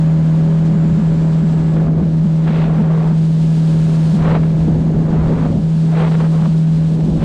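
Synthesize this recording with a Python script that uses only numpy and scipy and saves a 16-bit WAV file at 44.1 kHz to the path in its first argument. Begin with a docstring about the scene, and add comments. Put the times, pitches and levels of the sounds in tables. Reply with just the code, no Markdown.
"""A four-cylinder outboard drones at its firing rate as a jet boat cruises up a river, heard from on board.
Sines at multiples of the crank speed make the drone and its overtones; pulsing noise makes the clatter.
Ripples thump the metal hull as short low tones; bow spray hisses as filtered noise with dense droplets.
Wind rumbles, buffets and tears at the microphone as shaped noise, and a fast limiter holds the bass down."""
import sys
import numpy as np
from scipy import signal
from scipy.fft import rfft, irfft
from scipy.io import wavfile

SR = 44100
rng = np.random.default_rng(int(sys.argv[2]) if len(sys.argv) > 2 else 0)


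def persist_wave(psi):
    """Save psi, clipped to +-1, as 16-bit WAV."""
    counts = np.round(np.clip(psi, -1, 1) * 32767).astype(np.int16)
    wavfile.write(sys.argv[1], SR, np.atleast_2d(counts).T)


N = 319284
TIME = np.arange(N) / SR  # seconds

# All spectra give only a shape: the noise they colour is brought to unit rms.
# Crankshaft speed. Each row: time in seconds, speed in turns per second.
CRANK_SPEED = [(0, 39.87), (.35, 39.88), (.6, 40.22), (.9, 40.26), (1.05, 40.42), (1.25, 40.12),
               (1.8, 39.98), (2.5, 40.08), (3.4, 40.05), (3.85, 39.95), (4.7, 40.05), (5.55, 40.1),
               (5.95, 40.28), (6.55, 40.08), (7.24, 40)]
# Drone at four firings a turn. Each row: time in seconds, relative level in dB.
DRONE_LEVEL = [(0, -5), (1.5, -7), (2, -7.5), (2.5, -7), (4.05, -5.5), (4.35, -7), (5.3, -11), (5.8, -7),
               (6.7, -6), (7.24, -10.5)]
# Weaker engine lines. 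Each row: multiple of the crank speed, relative level in dB.
CRANK_ORDERS = [(1, -29.5), (2, -25.5), (3, -30.5), (5, -18), (6, -21.5), (7, -25.5), (8, -23.5), (10, -27),
                (12, -41.5), (13, -34.5), (14, -29.5), (16, -34.5), (17, -36.5), (19, -40), (20, -50),
                (22, -48.5), (23, -41.5), (25, -44.5), (38, -51.5), (42, -44.5)]
# Engine clatter and exhaust hiss. Each row: frequency in Hz, relative density in dB per Hz.
CLATTER_SPECTRUM = [(60, -8), (250, -6), (550, -7.5), (900, -7), (1400, -12), (1750, -15), (2300, -18.5),
                    (4000, -31), (9000, -58.5)]
# Rise and fall of the engine's lines and clatter together. Each row: time in seconds, gain in dB.
UPPER_ENGINE_GAIN = [(0, -1), (1.7, -1), (2.0, -6.5), (2.7, -2.5), (3.3, -6.5), (3.9, -1.5), (4.5, -2),
                     (5.5, -6.5), (6.3, -5.5), (6.8, -5), (7.24, -11)]

# Ripples striking the hull. 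Each row: middle of the thump in seconds, relative peak of its swell in dB.
HULL_THUMPS = [(0.719, -8), (.76, -7.5), (0.853, -9), (0.922, -5.5), (0.985, -5), (1.009, -6), (1.44, -7),
               (1.784, -16), (2.028, -5.5), (2.254, -5), (2.504, -9), (2.804, 0), (3.12, -10),
               (4.144, -0.5), (4.69, -11), (5.136, -11), (5.762, -14), (6.422, -8.5), (6.484, -7.5),
               (7.095, -7)]
THUMP_S = 0.011  # time constant of the swell and fade, seconds

# Bow spray hiss, which sinks under the strong wind near 1.95 and 4.95 s.
# Each row: time in seconds, relative level in dB.
SPRAY_LEVEL = [(0, -55), (1.72, -53.5), (1.95, -59.5), (2.15, -54.5), (2.95, -55), (3.35, -50.5),
               (4.12, -48), (4.38, -54.5), (4.62, -53), (4.95, -56.5), (5.45, -54.5), (6.1, -50),
               (6.7, -53), (7.24, -52)]
# Water rushing along the hull. Each row: frequency in Hz, relative density in dB per Hz.
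WATER_SPECTRUM = [(300, 0.5), (1000, -4), (2000, -7), (3000, -1.5), (4200, -2.5), (5600, -7.5), (8200, -10),
                  (9500, -17), (11000, -26), (12500, -35), (15500, -57.5)]
# Sizzling sheet of water off the bow. Each row: time in seconds, centre in Hz, level in dB.
BOW_SHEET = [(0, 6890, -63), (.55, 6820, -65), (.8, 7270, -60), (1.72, 7690, -61), (1.9, 7530, -81),
             (2.45, 7370, -66.5), (4.2, 7060, -79.5), (4.6, 6650, -66.5), (5.4, 6700, -65),
             (5.7, 7900, -71), (7.24, 7850, -66.5)]
FIZZ_SLOPE = .6  # extra dB of top fizz for each dB of spray above its mean level

# Wind pressure on the microphone. Each row: time in seconds, relative level in dB.
WIND_PRESSURE = [(0, -25), (1.66, -26), (1.78, -20), (2.03, -19), (2.1, -24), (2.4, -31), (2.52, -24.5),
                 (3.05, -27.5), (3.3, -28), (4.15, -24.5), (4.3, -18.5), (4.44, -25.5), (4.7, -18.5),
                 (5.55, -18.5), (5.73, -31), (6.15, -25.5), (6.68, -31), (7.08, -19)]
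# Low rumble of the wind. Each row: frequency in Hz, relative density in dB per Hz.
RUMBLE_SPECTRUM = [(10, -12), (25, -6.5), (45, -0.5), (75, 1.5), (110, -1.5), (170, 6), (300, -18),
                   (700, -70.5), (4000, -110)]
# Lumpy buffeting. Each row: frequency in Hz, relative density in dB per Hz.
BUFFET_SPECTRUM = [(60, -7.5), (130, 1), (210, 8.5), (300, 1), (450, -6), (800, -17.5), (1300, -40.5),
                   (3000, -63), (12000, -100)]
# Gusts across the microphone opening. Each row: start in seconds, length in seconds, relative level in dB,
# further level of their treble in dB.
GUST_EVENTS = [(1.775, 0.11, -32, -11), (1.982, 0.053, -33.5, -13), (2.492, 0.17, -28.5, 3.5),
               (2.658, .42, -28, -9), (4.246, 0.12, -21.5, -2.5), (5.141, .32, -28, -7.5),
               (5.959, 0.12, -24, 0.5), (6.119, .035, -26, 1.5), (6.202, 0.06, -25.5, -3),
               (6.344, 0.12, -30.5, -8), (7.238, 0.12, -25.5, 4)]
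# Tearing air at the opening. Each row: frequency in Hz, relative density in dB per Hz.
TEARING_SPECTRUM = [(100, -19.5), (280, -6), (430, 4.5), (700, -0.5), (1100, -5.5), (1700, -11.5),
                    (2600, -16.5), (4000, -23.5), (5200, -38), (9000, -58.5), (13000, -89)]
# Sharp slaps of air on the microphone. Each row: middle in seconds, level in dB.
AIR_SLAPS = [(1.768, -32), (2.479, -25.5), (4.436, -28), (4.948, -39), (6.21, -32), (6.458, -33),
             (7.009, -33)]
GRAZE_DB = -26.5  # slight tearing that is always there, dB against the wind pressure
PUSH_DB = -3  # low rumble that a gust brings, dB against its tearing
# a longer gust builds and dies more slowly: time constants as shares of its length
GUST_RISE, GUST_FALL = 0.4, 0.2
SWELL_DB = 1  # growth from the start of a gust to its end
TREBLE_POWER = 1.7  # the treble grows faster than the gust itself

EDGE_HZ = 15700  # upper band limit


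def gain_of(db):
    """Logarithmic level: decibels become an amplitude ratio."""
    return 10 ** (np.asarray(db) / 20)


def evened(x):
    """Power normalization: scales to unit rms."""
    return x / np.sqrt(np.mean(x ** 2) + 1e-20)


def curves(rows):
    """Linear interpolation: each column of a time table, sample by sample."""
    s, *columns = np.transpose(rows)
    return [np.interp(TIME, s, column) for column in columns]


def coloured(x, spectrum):
    """Spectral shaping: weights each frequency of x, then brings it to unit rms."""
    hz, db = np.transpose(spectrum)
    bins = np.fft.rfftfreq(N, 1 / SR)
    weight_db = np.interp(np.log(bins + 1), np.log(hz), db)
    return evened(irfft(rfft(x) * gain_of(weight_db), N))


def wander(rate_hz):
    """Low-pass random process: Gaussian-filtered noise of about the given bandwidth, at unit rms."""
    bins = np.fft.rfftfreq(N, 1 / SR)
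    low_pass = np.exp(-.5 * (bins / rate_hz) ** 2)
    return evened(irfft(rfft(rng.standard_normal(N)) * low_pass, N))


def engine(drone_db=-5.0, lines_db=-10, waver=.25, clatter_db=-36, throb=0.23, drift=0.13):
    """Periodic excitation: firing yields a tone, wavering crank orders, and clatter that pulses with it."""
    angle = 2 * np.pi * np.cumsum(curves(CRANK_SPEED)[0]) / SR
    firing = 4 * angle
    drone = gain_of(curves(DRONE_LEVEL)[0] + drone_db) * np.sqrt(2) * np.sin(firing)

    # unequal cylinders fill in the other multiples of the crank speed
    lines = np.zeros(N)
    for multiple, db in CRANK_ORDERS:
        phase_drift = drift * np.sqrt(multiple) * wander(5.3)
        phase = round(multiple) * angle + phase_drift + 2 * np.pi * rng.random()
        lines += gain_of(db) * np.sqrt(2) * (1 + waver * wander(5.7)) * np.sin(phase)

    pulsing = 1 + throb * np.cos(firing) + 0.13 * np.cos(2 * angle)
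    clatter = coloured(pulsing * rng.standard_normal(N), CLATTER_SPECTRUM)
    upper = gain_of(lines_db) * lines + gain_of(clatter_db) * clatter
    return drone + gain_of(curves(UPPER_ENGINE_GAIN)[0]) * upper


def hull(panel_hz=194, thump_db=0):
    """Panel resonance: each ripple swells and fades at the low resonance of the bottom panel."""
    out = np.zeros(N)
    chances = rng.uniform(-1, 1, (len(HULL_THUMPS), 2))
    for (s, db), (phase, detune) in zip(HULL_THUMPS, chances):
        t = TIME - s
        near = abs(t) < 4 * THUMP_S
        swell = gain_of(db + thump_db) * np.exp(-(t[near] / THUMP_S) ** 2)
        hz = panel_hz * (1 + .04 * detune)
        out[near] += swell * np.sin(2 * np.pi * hz * t[near] + np.pi * phase)
    return out


def water(rush_db=6.5, drops_per_s=2500, drop_share=0.29, churn_db=1.0, sheet_width_hz=340):
    """Superposed random impacts: dense droplets join a wash, and a thin sheet adds a narrow-band sizzle."""
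    level_db, = curves(SPRAY_LEVEL)
    struck = rng.random(N) < drops_per_s / SR
    drop_gain = gain_of(2.1 * np.minimum(rng.exponential(1, N), 4))
    drops = struck * rng.standard_normal(N) * drop_gain
    rush = coloured(rng.standard_normal(N) + drop_share * evened(drops), WATER_SPECTRUM)

    # the top fizz rises and falls further than the rest of the hiss
    above_9khz = signal.butter(3, 9000, "high", fs=SR, output="sos")
    fizz = signal.sosfiltfilt(above_9khz, rush)
    rush = rush + fizz * (gain_of(FIZZ_SLOPE * (level_db - level_db.mean())) - 1)

    # two slow random signals on a carrier in quadrature make a narrow band of noise
    sheet_hz, sheet_db = curves(BOW_SHEET)
    angle = 2 * np.pi * np.cumsum(sheet_hz) / SR
    sheet = wander(sheet_width_hz) * np.cos(angle) + wander(sheet_width_hz) * np.sin(angle)
    return gain_of(level_db + rush_db + churn_db * wander(14)) * rush + gain_of(sheet_db) * sheet


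def wind(rumble_db=-1, eddy_db=2.4, buffet_db=-1, flutter_db=1.64, tear_db=0, rip_db=1.65,
         slap_s=0.005, treble_hz=1800):
    """Turbulent pressure: low eddies and buffeting follow the wind; gusts and slaps add ragged tearing."""
    press_db, = curves(WIND_PRESSURE)
    force = gain_of(press_db + GRAZE_DB)
    sharp = np.zeros(N)
    for start, length, db, sharp_db in GUST_EVENTS:
        blow = gust(start, length)
        force = np.maximum(force, gain_of(db + tear_db) * blow)
        sharp = np.maximum(sharp, gain_of(db + tear_db + sharp_db) * blow ** TREBLE_POWER)

    # steady pressure and gusts add as powers
    push = np.hypot(gain_of(press_db + rumble_db), gain_of(PUSH_DB) * force)
    rumble = push * gain_of(eddy_db * wander(6)) * coloured(rng.standard_normal(N), RUMBLE_SPECTRUM)
    buffet_gain = gain_of(press_db + buffet_db + flutter_db * wander(35))
    buffet = buffet_gain * coloured(rng.standard_normal(N), BUFFET_SPECTRUM)
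    slaps = sum(gain_of(db) * np.exp(-((TIME - s) / slap_s) ** 2) for s, db in AIR_SLAPS)

    tearing = coloured(rng.standard_normal(N), TEARING_SPECTRUM)
    # air that grazes the opening sheds smaller, brighter eddies
    high_pass = signal.butter(2, treble_hz, "high", fs=SR, output="sos")
    treble = signal.sosfiltfilt(high_pass, tearing)
    gusts = gain_of(rip_db * wander(98)) * (force * (tearing - treble) + sharp * treble)
    return rumble + buffet + slaps * tearing + gusts


def gust(start, length):
    """Exponential growth and decay: a gust builds, swells a little further and dies away."""
    early = np.maximum(start - TIME, 0)
    late = np.maximum(TIME - start - length, 0)
    progress = np.clip((TIME - start) / length, 0, 1)
    swell = gain_of(SWELL_DB * (progress - 1.5))
    return swell * np.exp(-(early / GUST_RISE + late / GUST_FALL) / length)


def scene():
    """Linear superposition: engine, hull, water and wind add at one microphone."""
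    return (engine() + hull() + water() + wind())[None]


def record(dry, split_hz=330, ceiling_db=-8, knee=8, response_s=0.0017):
    """Envelope compression: a fast bass limiter lets thumps and gusts push the drone aside; then a band limit."""
    bass = signal.sosfiltfilt(signal.butter(3, split_hz, fs=SR, output="sos"), dry)
    pole = np.exp(-1 / (response_s * SR))
    # smoothed both forwards and backwards in time
    envelope = signal.filtfilt([1 - pole], [1, -pole], abs(signal.hilbert(bass)), padtype="even")
    held = bass / (1 + (envelope / gain_of(ceiling_db)) ** knee) ** (1 / knee)
    low_pass = signal.firwin(511, EDGE_HZ, window=("kaiser", 9), fs=SR)
    return signal.oaconvolve(dry - bass + held, low_pass[None], "same")


dry = scene()
out = record(dry)
persist_wave(out)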